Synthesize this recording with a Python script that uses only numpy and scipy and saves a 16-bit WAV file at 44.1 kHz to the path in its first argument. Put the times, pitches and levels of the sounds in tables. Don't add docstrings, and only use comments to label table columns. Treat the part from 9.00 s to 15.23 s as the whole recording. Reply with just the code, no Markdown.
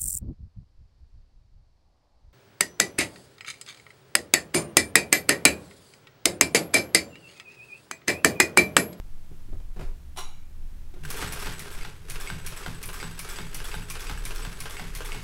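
import sys
import numpy as np
from scipy import signal
from scipy.fft import rfft, irfft, next_fast_len
from scipy.io import wavfile
from scipy.ndimage import map_coordinates

SR = 44100
rng = np.random.default_rng(int(sys.argv[2]) if len(sys.argv) > 2 else 0)


def linear_from_db(decibels):
    return 10 ** (np.asarray(decibels, float) / 20)


def generate_wav(sig):
    pcm = np.round(np.clip(np.atleast_2d(sig).T, -1, 1) * 32767).astype(np.int16)
    wavfile.write(sys.argv[1], SR, pcm)


N = 274743


def stitches():
    hook_rows = np.array(HOOK) + [-.002, -6]
    pull_rows = once_a_turn(.268, -8.5)
    feed_rows = once_a_turn(.299, -5.5)
    lift_rows = once_a_turn(.386, -7.5)
    lever_rows = once_a_turn(.473, -7.5)
    cam_rows = once_a_turn(.775, -10.5)
    play_rows = np.r_[hook_rows + [-.0135, -12], TAKE_UP]
    loads = np.r_[play_rows + [0, -3], pull_rows + [0, -2.5], lever_rows + [0, -2.5], cam_rows + [0, -4]]
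    return (hook(hook_rows) + presser_foot() + needle_bar() + cam(play_rows, cam_rows)
            + thread_pull(pull_rows) + feed_dog(feed_rows) + hook_bounce(hook_rows + [.008, -6])
            + lever(lever_rows) + foot_lift(lift_rows) + thread_guide()
            + spring(loads) + thread_rub() + bed_plate(lift_rows))


# (time [s], blow [dB])
HOOK = [(2.1035, -25.5), (2.3232, -27.5), (2.594, -30.5), (3.0993, -28.5), (3.464, -28), (3.8291, -29),
        (4.192, -27.5), (4.5454, -27.5), (4.9008, -27.5), (5.253, -27), (5.6038, -29), (5.9507, -29)]
HOOK_TONE = [-26, -5, -6, -5, -0.5, -5, -7.5]
# (frequency [Hz], width [Hz], level [dB])
HOOK_RING = [(1095, 130, 8.5), (2250, 280, 6), (5960, 1240, -3), (9150, 280, 9.5), (10240, 230, 12),
             (10900, 200, 8), (11740, 400, 6.5)]


def hook(rows):
    return contacts(rows, HOOK_TONE, HOOK_RING, 7.54, 0.0014, 0.042, -10.0, 0.15)


# (time [s], blow [dB])
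FOOT = [(2.142, -29), (2.3596, -29), (2.6578, -35), (3.157, -28), (3.5226, -30.5), (3.8897, -29.5),
        (4.2473, -28), (4.602, -29), (4.9538, -27.5), (5.3072, -29), (5.6566, -28), (6.0058, -28)]
FOOT_TONE = [1, 0.5, 1.5, -7.5, -7.5, -14.5, -27]
# (frequency [Hz], width [Hz], level [dB])
FOOT_RING = [(460, 48, 2.3), (1377, 33, 0.61), (1586, 156, 6.6), (2720, 330, 8.5)]


def presser_foot():
    rows = np.array(FOOT) + [-.0012, 0]
    return contacts(rows, FOOT_TONE, FOOT_RING, 8.17, 0.0039, 0.03, -10, 0.12)


# (time [s], blow [dB], thud in the table [dB])
NEEDLE = [(2.2226, -24, -33.5), (2.4665, -29, -35), (2.8476, -32.5, -44), (3.2995, -30, -31.5),
          (3.6606, -29.5, -31.5), (4.0264, -29, -31.5), (4.3848, -30, -33), (4.7403, -29.5, -35.5),
          (5.0946, -29, -37), (5.4485, -29.5, -36), (5.7938, -30, -33), (6.1456, -30.5, -36)]
NEEDLE_TONE = [-1.5, -8, -4.5, -10, -13, -22.5, -24]
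# (frequency [Hz], width [Hz], level [dB])
NEEDLE_RING = [(846, 160, 5), (1522, 150, 10.1), (1970, 49, 2.8), (2940, 150, 1.6), (3610, 240, 2.9)]


def needle_bar():
    return contacts(NEEDLE, NEEDLE_TONE, NEEDLE_RING, 13.88, 0.00098, 0.023, -11.5, 0.14)


# (time [s], peak [dB])
TAKE_UP = [
    (2.035, -47),
    (2.049, -38.5),
]
CAM_TONE = [6, -11.5, -0.5, -5.5, -9, -12.5, -16.5]
# (frequency [Hz], width [Hz], level [dB])
CAM_RING = [(980, 13, 1), (1636, 140, 7.9), (2740, 180, 5.6), (10450, 200, 7.6)]


def cam(play_rows, cam_rows):
    return (contacts(play_rows, CAM_TONE, CAM_RING, 14.0, 0.0011, 0.053, -19.5, 0.061)
            + contacts(cam_rows, CAM_TONE, CAM_RING, 8.6, 0.0015, 0.058, -9, 0.065))


PULL_TONE = [-14, -0.5, 3, 2, -9.5, -1, -8]
# (frequency [Hz], width [Hz], level [dB])
PULL_RING = [(1630, 120, 4), (3440, 110, 10.8), (11600, 53, 4.2)]


def thread_pull(rows):
    return contacts(rows, PULL_TONE, PULL_RING, 6.7, 0.0019, 0.052, -8, 0.3)


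FEED_TONE = [-45, -18, 7, -8, -1.5, -4.5, -15]
# (frequency [Hz], width [Hz], level [dB])
FEED_RING = [(2343, 500, 7.3), (3540, 18, 1.6), (5380, 260, 6.7), (9000, 39, 3.2), (10100, 100, 3.6)]


def feed_dog(rows):
    return contacts(rows, FEED_TONE, FEED_RING, 5.3, 0.0012, 0.023, -11.5, 0.28)


LEVER_TONE = [-28, -17, -4.5, -2, -11.5, -13.5, -46]
# (frequency [Hz], width [Hz], level [dB])
LEVER_RING = [(410, 11, 25), (2190, 51, 13), (2670, 270, 7.9), (3520, 29, 2.5), (4758, 49, 19)]


def lever(rows):
    return contacts(rows, LEVER_TONE, LEVER_RING, 14.0, 0.0026, 0.021, -15, 0.28)


def hook_bounce(rows):
    return contacts(rows, LEVER_TONE, FEED_RING, 9.8, 0.00029, 0.04, 0, 0.045)


LIFT_TONE = [2, -11, 3, -12, -39, -35, -31]
# (frequency [Hz], width [Hz], level [dB])
LIFT_RING = [(458, 110, 4.2), (896, 170, 6.8), (1226, 67, 1.7)]


def foot_lift(rows):
    return contacts(rows, LIFT_TONE, LIFT_RING, 5.9, 0.001, 0.054, -17.5, 0.13)


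# (time [s], peak [dB])
JINGLE = [
    (3.8561, -26),
    (3.8634, -40),
    (3.8684, -32),
    (3.8774, -29),
    (3.8874, -43),
    (4.7496, -31),
]
JINGLE_TONE = [-40, -40, -35, -36, -33, 7.5, -5]


def thread_guide():
    return contacts(JINGLE, JINGLE_TONE, [], -2.5, .0004, .012, -7, 0.054)


def spring(loads):
    tightening_s = np.clip(np.arange(N) / SR - 5.5, 0, None)
    level_db = -9.5 + 3.5 * wobble(76) - 7 * tightening_s
    return linear_from_db(level_db) * strikes(loads, burst(SR // 2, 0.0017, .22)) * narrow(8010, 180)


def thread_rub():
    rows = np.array(FOOT) + [.015, 0]
    return linear_from_db(-13) * strikes(rows, burst(SR // 4, 0.031, 0.072)) * narrow(1440, 200)


def bed_plate(lift_rows):
    return linear_from_db(-14) * strikes(lift_rows, burst(SR // 2, 0.0017, 0.48)) * narrow(417, 21)


# (frequency [Hz], level [dB], t60 [s])
TABLE_TOP = [(68.6, -1, 0.4), (107.5, 1.5, 0.26), (165.4, 1.5, 0.41), (183.4, -5, 0.29), (239.5, -7, 0.33)]


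def thuds():
    out = np.zeros(N + SR)
    t = np.arange(SR // 2) / SR
    times = once_a_turn(.575, 0)[:, 0]
    luck_db = rng.standard_normal((len(NEEDLE), len(TABLE_TOP)))
    for s, db, luck in zip(times, np.array(NEEDLE)[:, 2], luck_db):
        ring = sum(linear_from_db(level + u - 60 * t / t60) * np.sin(2 * np.pi * hz * t)
                   for (hz, level, t60), u in zip(TABLE_TOP, luck))
        out[round((s + .004) * SR):][:len(t)] += linear_from_db(db - 4.5) * ring * (1 - np.exp(-t / 0.0043))
    return out[:N]


# (time [s], level [dB])
EFFORT = [(1.9, -63), (1.96, -63), (2.1, -41), (2.24, -33.5), (2.36, -38.5), (2.5, -38.5), (2.7, -43.5),
          (2.86, -47), (3.0, -54), (3.12, -44), (4.2, -44.5), (5.1, -43), (6.23, -44)]
# (place in the turn [0-1], sliding [dB], table buzz [dB], belt [dB])
LOAD = [(0, 1, -1.5, -32.5), (.16, 0, -0.5, 0), (.3, -2, -14, -7), (.46, 3, -7.5, -6), (.62, 2, -1, -4.5),
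        (.85, -2, -1.5, -12), (1, -2.5, -12, -4)]
# (frequency [Hz], level [dB per Hz])
SLIDE = [(120, -36), (200, -3), (278, -3), (416, -6.5), (659, -7.5), (1560, -2.5), (4120, -10),
         (7970, -14.5), (12200, -15.5), (16000, -36)]
# (frequency [Hz], width [Hz], level [dB])
HEAD = [(417, 39, -11), (3240, 81, 0)]


def drive():
    effort_db, = curves(EFFORT)
    place, *load = np.transpose(LOAD)
    turn = np.interp(np.arange(N) / SR, *shaft()) % 1
    slide_db, buzz_db, belt_db = [np.interp(turn, place, db) for db in load]
    swing_db = effort_db - EFFORT[-1][1]
    on = np.clip((np.arange(N) / SR - 1.93) / 0.096, 0, 1)
    grit = rng.standard_normal(N) * linear_from_db(2.6 * wobble(300))
    slide = unit(filtered(grit, lambda hz: linear_from_db(along(SLIDE, hz)) * ringing(hz, HEAD) ** .5))
    buzz = narrow(159.0, 39) + 1.33 * narrow(117.5, 37)
    belt = narrow(416.5, 120)
    return on * (linear_from_db(effort_db + slide_db - 4.0) * slide
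                 + linear_from_db(0.45 * swing_db + buzz_db - 51) * buzz
                 + linear_from_db(0.52 * swing_db + belt_db - 49.5) * belt)


# (time [s], peak [dB])
LATCH = [
    (1.161, -35),
    (1.171, -21.5),
    (1.183, -20),
    (1.194, -29),
]
# (frequency [Hz], level [dB], t60 [s])
STEEL = [(860, -9, 0.48), (1315, -12, 0.45), (2095, -11.5, 0.27), (2290, -18.5, 0.9), (2870, -8.5, 0.4),
         (3960, -5, 0.3), (5710, -6.5, 0.27), (6691, -13.5, 0.45), (7671, -23, 0.12), (8540, -31, 0.4),
         (8899, -27, 0.28), (9265, -15, 0.14), (10100, -1, 0.12), (11940, -24, 0.18)]
# (frequency [Hz], level [dB per Hz])
SNAP = [(120, -57), (200, -43), (387, -5), (519, -18), (860, -0.5), (1870, -16.5), (3900, -9),
        (4270, -18.5), (10100, -17.5), (16000, -33)]


def latch():
    ring, crack = np.zeros(N), np.zeros(N)
    t = np.arange(SR // 2) / SR
    for s, db in LATCH:
        tones = sum(linear_from_db(level - 60 * t / t60) * wobble(263.4, size=len(t)) * np.sin(2 * np.pi * hz * t)
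                    for hz, level, t60 in STEEL)
        noise = burst(len(t), 0.00087, 0.12) * rng.standard_normal(len(t))
        ring[round(s * SR):][:len(t)] += linear_from_db(db - 19.5) * tones * (1 - np.exp(-t / 0.0015))
        crack[round(s * SR):][:len(t)] += linear_from_db(db + 3.0) * noise
    return ring + causal(crack, lambda hz: linear_from_db(along(SNAP, hz)))


# (time [s], peak [dB], t60 [s], brightness
# [dB per octave])
TREADLE = [(0.313, -51, 0.13, -3), (0.486, -52, 0.058, -4), (0.526, -41.5, 0.12, -2.2),
           (0.599, -52, 0.085, 2), (0.761, -45.5, 0.27, 1), (0.793, -37.5, 0.09, 1.5),
           (0.809, -42, 0.24, 2), (1.938, -49, 0.07, 2.5), (1.959, -48, 0.12, 0)]
# (frequency [Hz], level [dB per Hz])
CREAK = [(100, -0.5), (260, -14), (320, -3), (471, -12.5), (750, -17.5), (1300, -24.5), (3000, -33.5),
         (10700, -48), (16000, -57)]


def treadle():
    out, size = np.zeros(N), SR // 2
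    for s, db, t60, bright_db in TREADLE:
        gain = lambda hz: linear_from_db(along(CREAK, hz) + bright_db * np.log2(np.clip(hz, 100, None) / 400))
        knock = burst(size, 0.00087, t60) * rng.standard_normal(size)
        out[round(s * SR):][:size] += linear_from_db(db + 26.0) * causal(knock, gain)
    return out


# (time [s], level [dB])
BUMPS = [
    (.3, -46),
    (.78, -44),
    (1.17, -50),
    (2.02, -36.5),
]


def jolts():
    return strikes(BUMPS, burst(SR // 2, 0.0079, 0.38)) * narrow(145, 31)


# (frequency [Hz], t60 [s])
WALLS = [(150, 0.22), (1000, 0.39), (4000, 0.45), (12000, 0.34)]


def room(x):
    hz, t, z = signal.stft(rng.standard_normal(SR // 2), SR, nperseg=256)
    tail = signal.istft(z * linear_from_db(-60 * t / along(WALLS, hz)[:, None]), SR, nperseg=256)[1]
    return signal.fftconvolve(np.pad(x, (250, 0)), tail / np.linalg.norm(tail))[:N]


# (time [s], level [dB])
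SWAY_KICKS = [(.12, -30), (.5, -26), (.67, -32), (.84, -25.5), (1.22, -31), (1.38, -32), (1.59, -29.5),
              (2.09, -38)]


def stand_sway():
    running = np.clip(np.arange(N) / SR - EFFORT[0][0], 0, 1)
    sway_db = -38 - 0.5 * running + 3.8 * wobble(7.5)
    return (linear_from_db(sway_db) + strikes(SWAY_KICKS, burst(SR // 2, 0.009, 0.43))) * swaying(13.0, 0.31, 3.0)


# (time [s], level [dB])
TREMBLE = [(0.0, -35.5), (0.36, -63), (0.55, -38), (0.83, -32.5), (0.9, -27.5), (1.09, -53), (2.13, -37),
           (2.17, -40), (2.51, -37), (2.57, -61), (2.81, -35), (2.98, -53), (3.11, -40), (4.42, -39.5),
           (5.45, -31), (5.57, -47), (6.0, -32.5), (6.23, -37)]


def floor_rumble():
    rumble_db, = curves(TREMBLE)
    return linear_from_db(rumble_db - 1.1 + 2.4 * wobble(23)) * swaying(27, 0.1113, 7.3)


# (time [s], level [dB])
HUM_KICKS = [(.5, -51), (.76, -37.5), (1.02, -40), (1.5, -49), (1.98, -42), (2.2, -34.5), (4.55, -49),
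             (4.9, -49)]


def board_hum():
    kicks = np.r_[HUM_KICKS, np.array(NEEDLE)[:, [0, 2]] + [0, -14]]
    hum = linear_from_db(-55 + 2.9 * wobble(7)) + strikes(kicks, burst(SR // 2, 0.041, 0.67))
    return hum * swaying(70, 0.0604, 18)


# (frequency [Hz], level [dB per Hz])
AIR = [(24, -51), (40, -5), (81, -9), (176, -17), (204, -22), (297, -22.5), (422, -33), (455, -31.5),
       (542, -33), (1590, -37), (4240, -42), (16000, -46.5)]


def air():
    noise = unit(filtered(rng.standard_normal(N), lambda hz: linear_from_db(along(AIR, hz)) * (hz > 38)))
    return linear_from_db(-52 + 0.4 * wobble(4.68)) * noise


def shaft():
    marks = np.array([[row[0] for row in rows] for rows in (HOOK, FOOT, NEEDLE)])
    turns = np.arange(len(HOOK)) + np.array([[0], [.155], [.55]])
    turn_s = .348
    first = [[HOOK[0][0] - turn_s], [-1]]
    last = [[HOOK[-1][0] + turn_s], [len(HOOK)]]
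    return np.c_[first, [marks.T.ravel(), turns.T.ravel()], last]


def once_a_turn(turn, db):
    s, turns = shaft()
    force_db = (np.array(FOOT)[:, 1] + np.array(NEEDLE)[:, 1]) / 2
    when = np.interp(np.arange(len(HOOK)) + turn, turns, s)
    effort_db = np.interp(when, *np.transpose(EFFORT))
    stall_db = 2.5 * np.minimum(effort_db + 48, 0)
    scatter_db = 1.5 * rng.standard_normal(len(HOOK))
    rows = np.c_[when, force_db + stall_db + db + scatter_db]
    return rows[rows[:, 0] < N / SR - .005]


COLOUR_HZ = [300, 600, 1200, 2400, 5000, 10000, 15000]


def contacts(rows, tone_db, modes, db, rise, t60, rattle_db, rattle_t60):
    touch = linear_from_db(7.5) * burst(SR // 4, 0.00023, 0.0032)
    crack = strikes(rows, burst(SR // 4, rise, t60) + touch) * (2 * rng.integers(0, 2, N) - 1)
    grit = rng.standard_normal(N)
    spiky = grit * (0.53 + 1.57 * (abs(grit) > 2.4))
    chatter = spiky * linear_from_db(2.66 * wobble(150))
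    rattle = strikes(rows, burst(SR // 4, 0.0057, rattle_t60)) * chatter
    colour = np.transpose([[72, *COLOUR_HZ], [-68.0, *tone_db]])
    gain = lambda hz: linear_from_db(along(colour, hz)) * abs(ringing(hz, modes))
    return linear_from_db(db - 3.0) * causal(crack + linear_from_db(rattle_db + 3) * rattle, gain)


def strikes(rows, shape):
    rows = np.array(rows)
    blows = np.zeros(N)
    blows[np.round((rows[:, 0] + .0015) * SR).astype(int)] = linear_from_db(rows[:, 1])
    return signal.oaconvolve(blows, shape)[:N]


def burst(length, rise, t60):
    t = np.arange(length) / SR
    return (1 - np.exp(-t / max(rise, 1e-4))) * linear_from_db(-60 * t / max(t60, .003))


def ringing(hz, modes):
    return 1 + sum(linear_from_db(db) * 1j * hz * w / (c * c - hz * hz + 1j * hz * w) for c, w, db in modes)


def narrow(hz, width_hz):
    resonance = lambda f: (f * width_hz / (hz * hz - f * f + 1j * f * width_hz)) ** 2
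    return unit(filtered(rng.standard_normal(N), resonance))


def swaying(hz, wander, rate):
    return np.sqrt(2) * np.cos(2 * np.pi * np.cumsum(hz * (1 + wander * wobble(rate))) / SR)


def wobble(rate, size=N):
    knots = rng.standard_normal(int(size * rate / SR) + 4)
    return map_coordinates(knots, [np.arange(size) * rate / SR])


def filtered(x, response):
    m = next_fast_len(N + SR // 2)
    return irfft(rfft(x, m) * response(np.fft.rfftfreq(m, 1 / SR)), m)[:N]


def causal(x, gain):
    c = irfft(np.log(gain(np.fft.rfftfreq(4096, 1 / SR)) + 1e-6))
    c[1:len(c) // 2] *= 2
    c[len(c) // 2 + 1:] = 0
    return signal.oaconvolve(x, irfft(np.exp(rfft(c))))[:len(x)]


def along(points, hz):
    f, v = np.transpose(points)
    return np.interp(np.log(hz + 1), np.log(f + 1), v)


def curves(rows):
    s, *cols = np.transpose(rows)
    return [np.interp(np.arange(N) / SR, s, c) for c in cols]


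def unit(x):
    return x / np.sqrt(np.mean(x ** 2) + 1e-20)


def scene():
    near = stitches() + treadle() + latch()
    background = stand_sway() + floor_rumble() + board_hum() + air()
    mono = near + linear_from_db(-5) * room(near) + thuds() + jolts() + drive() + background
    return np.array([mono, mono])


def low_pass(x):
    return signal.sosfilt(signal.butter(12, 16340, fs=SR, output="sos"), x)


def record(dry):
    mid = filtered(dry[0], lambda hz: hz < 15800)
    hz, _, z = signal.stft(mid, SR, nperseg=512)
    trace_db = along([(60, -70), (170, -46), (400, -32.5), (1300, -33), (3000, -26), (6000, -23.5),
                      (14000, -19)], hz)
    trace = z * linear_from_db(trace_db)[:, None]
    side = signal.istft(trace * np.exp(2j * np.pi * rng.random(z.shape)), SR, nperseg=512)[1][:N]
    return low_pass(np.array([mid + side, mid - side]))


dry = scene()
out = record(dry)
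generate_wav(out)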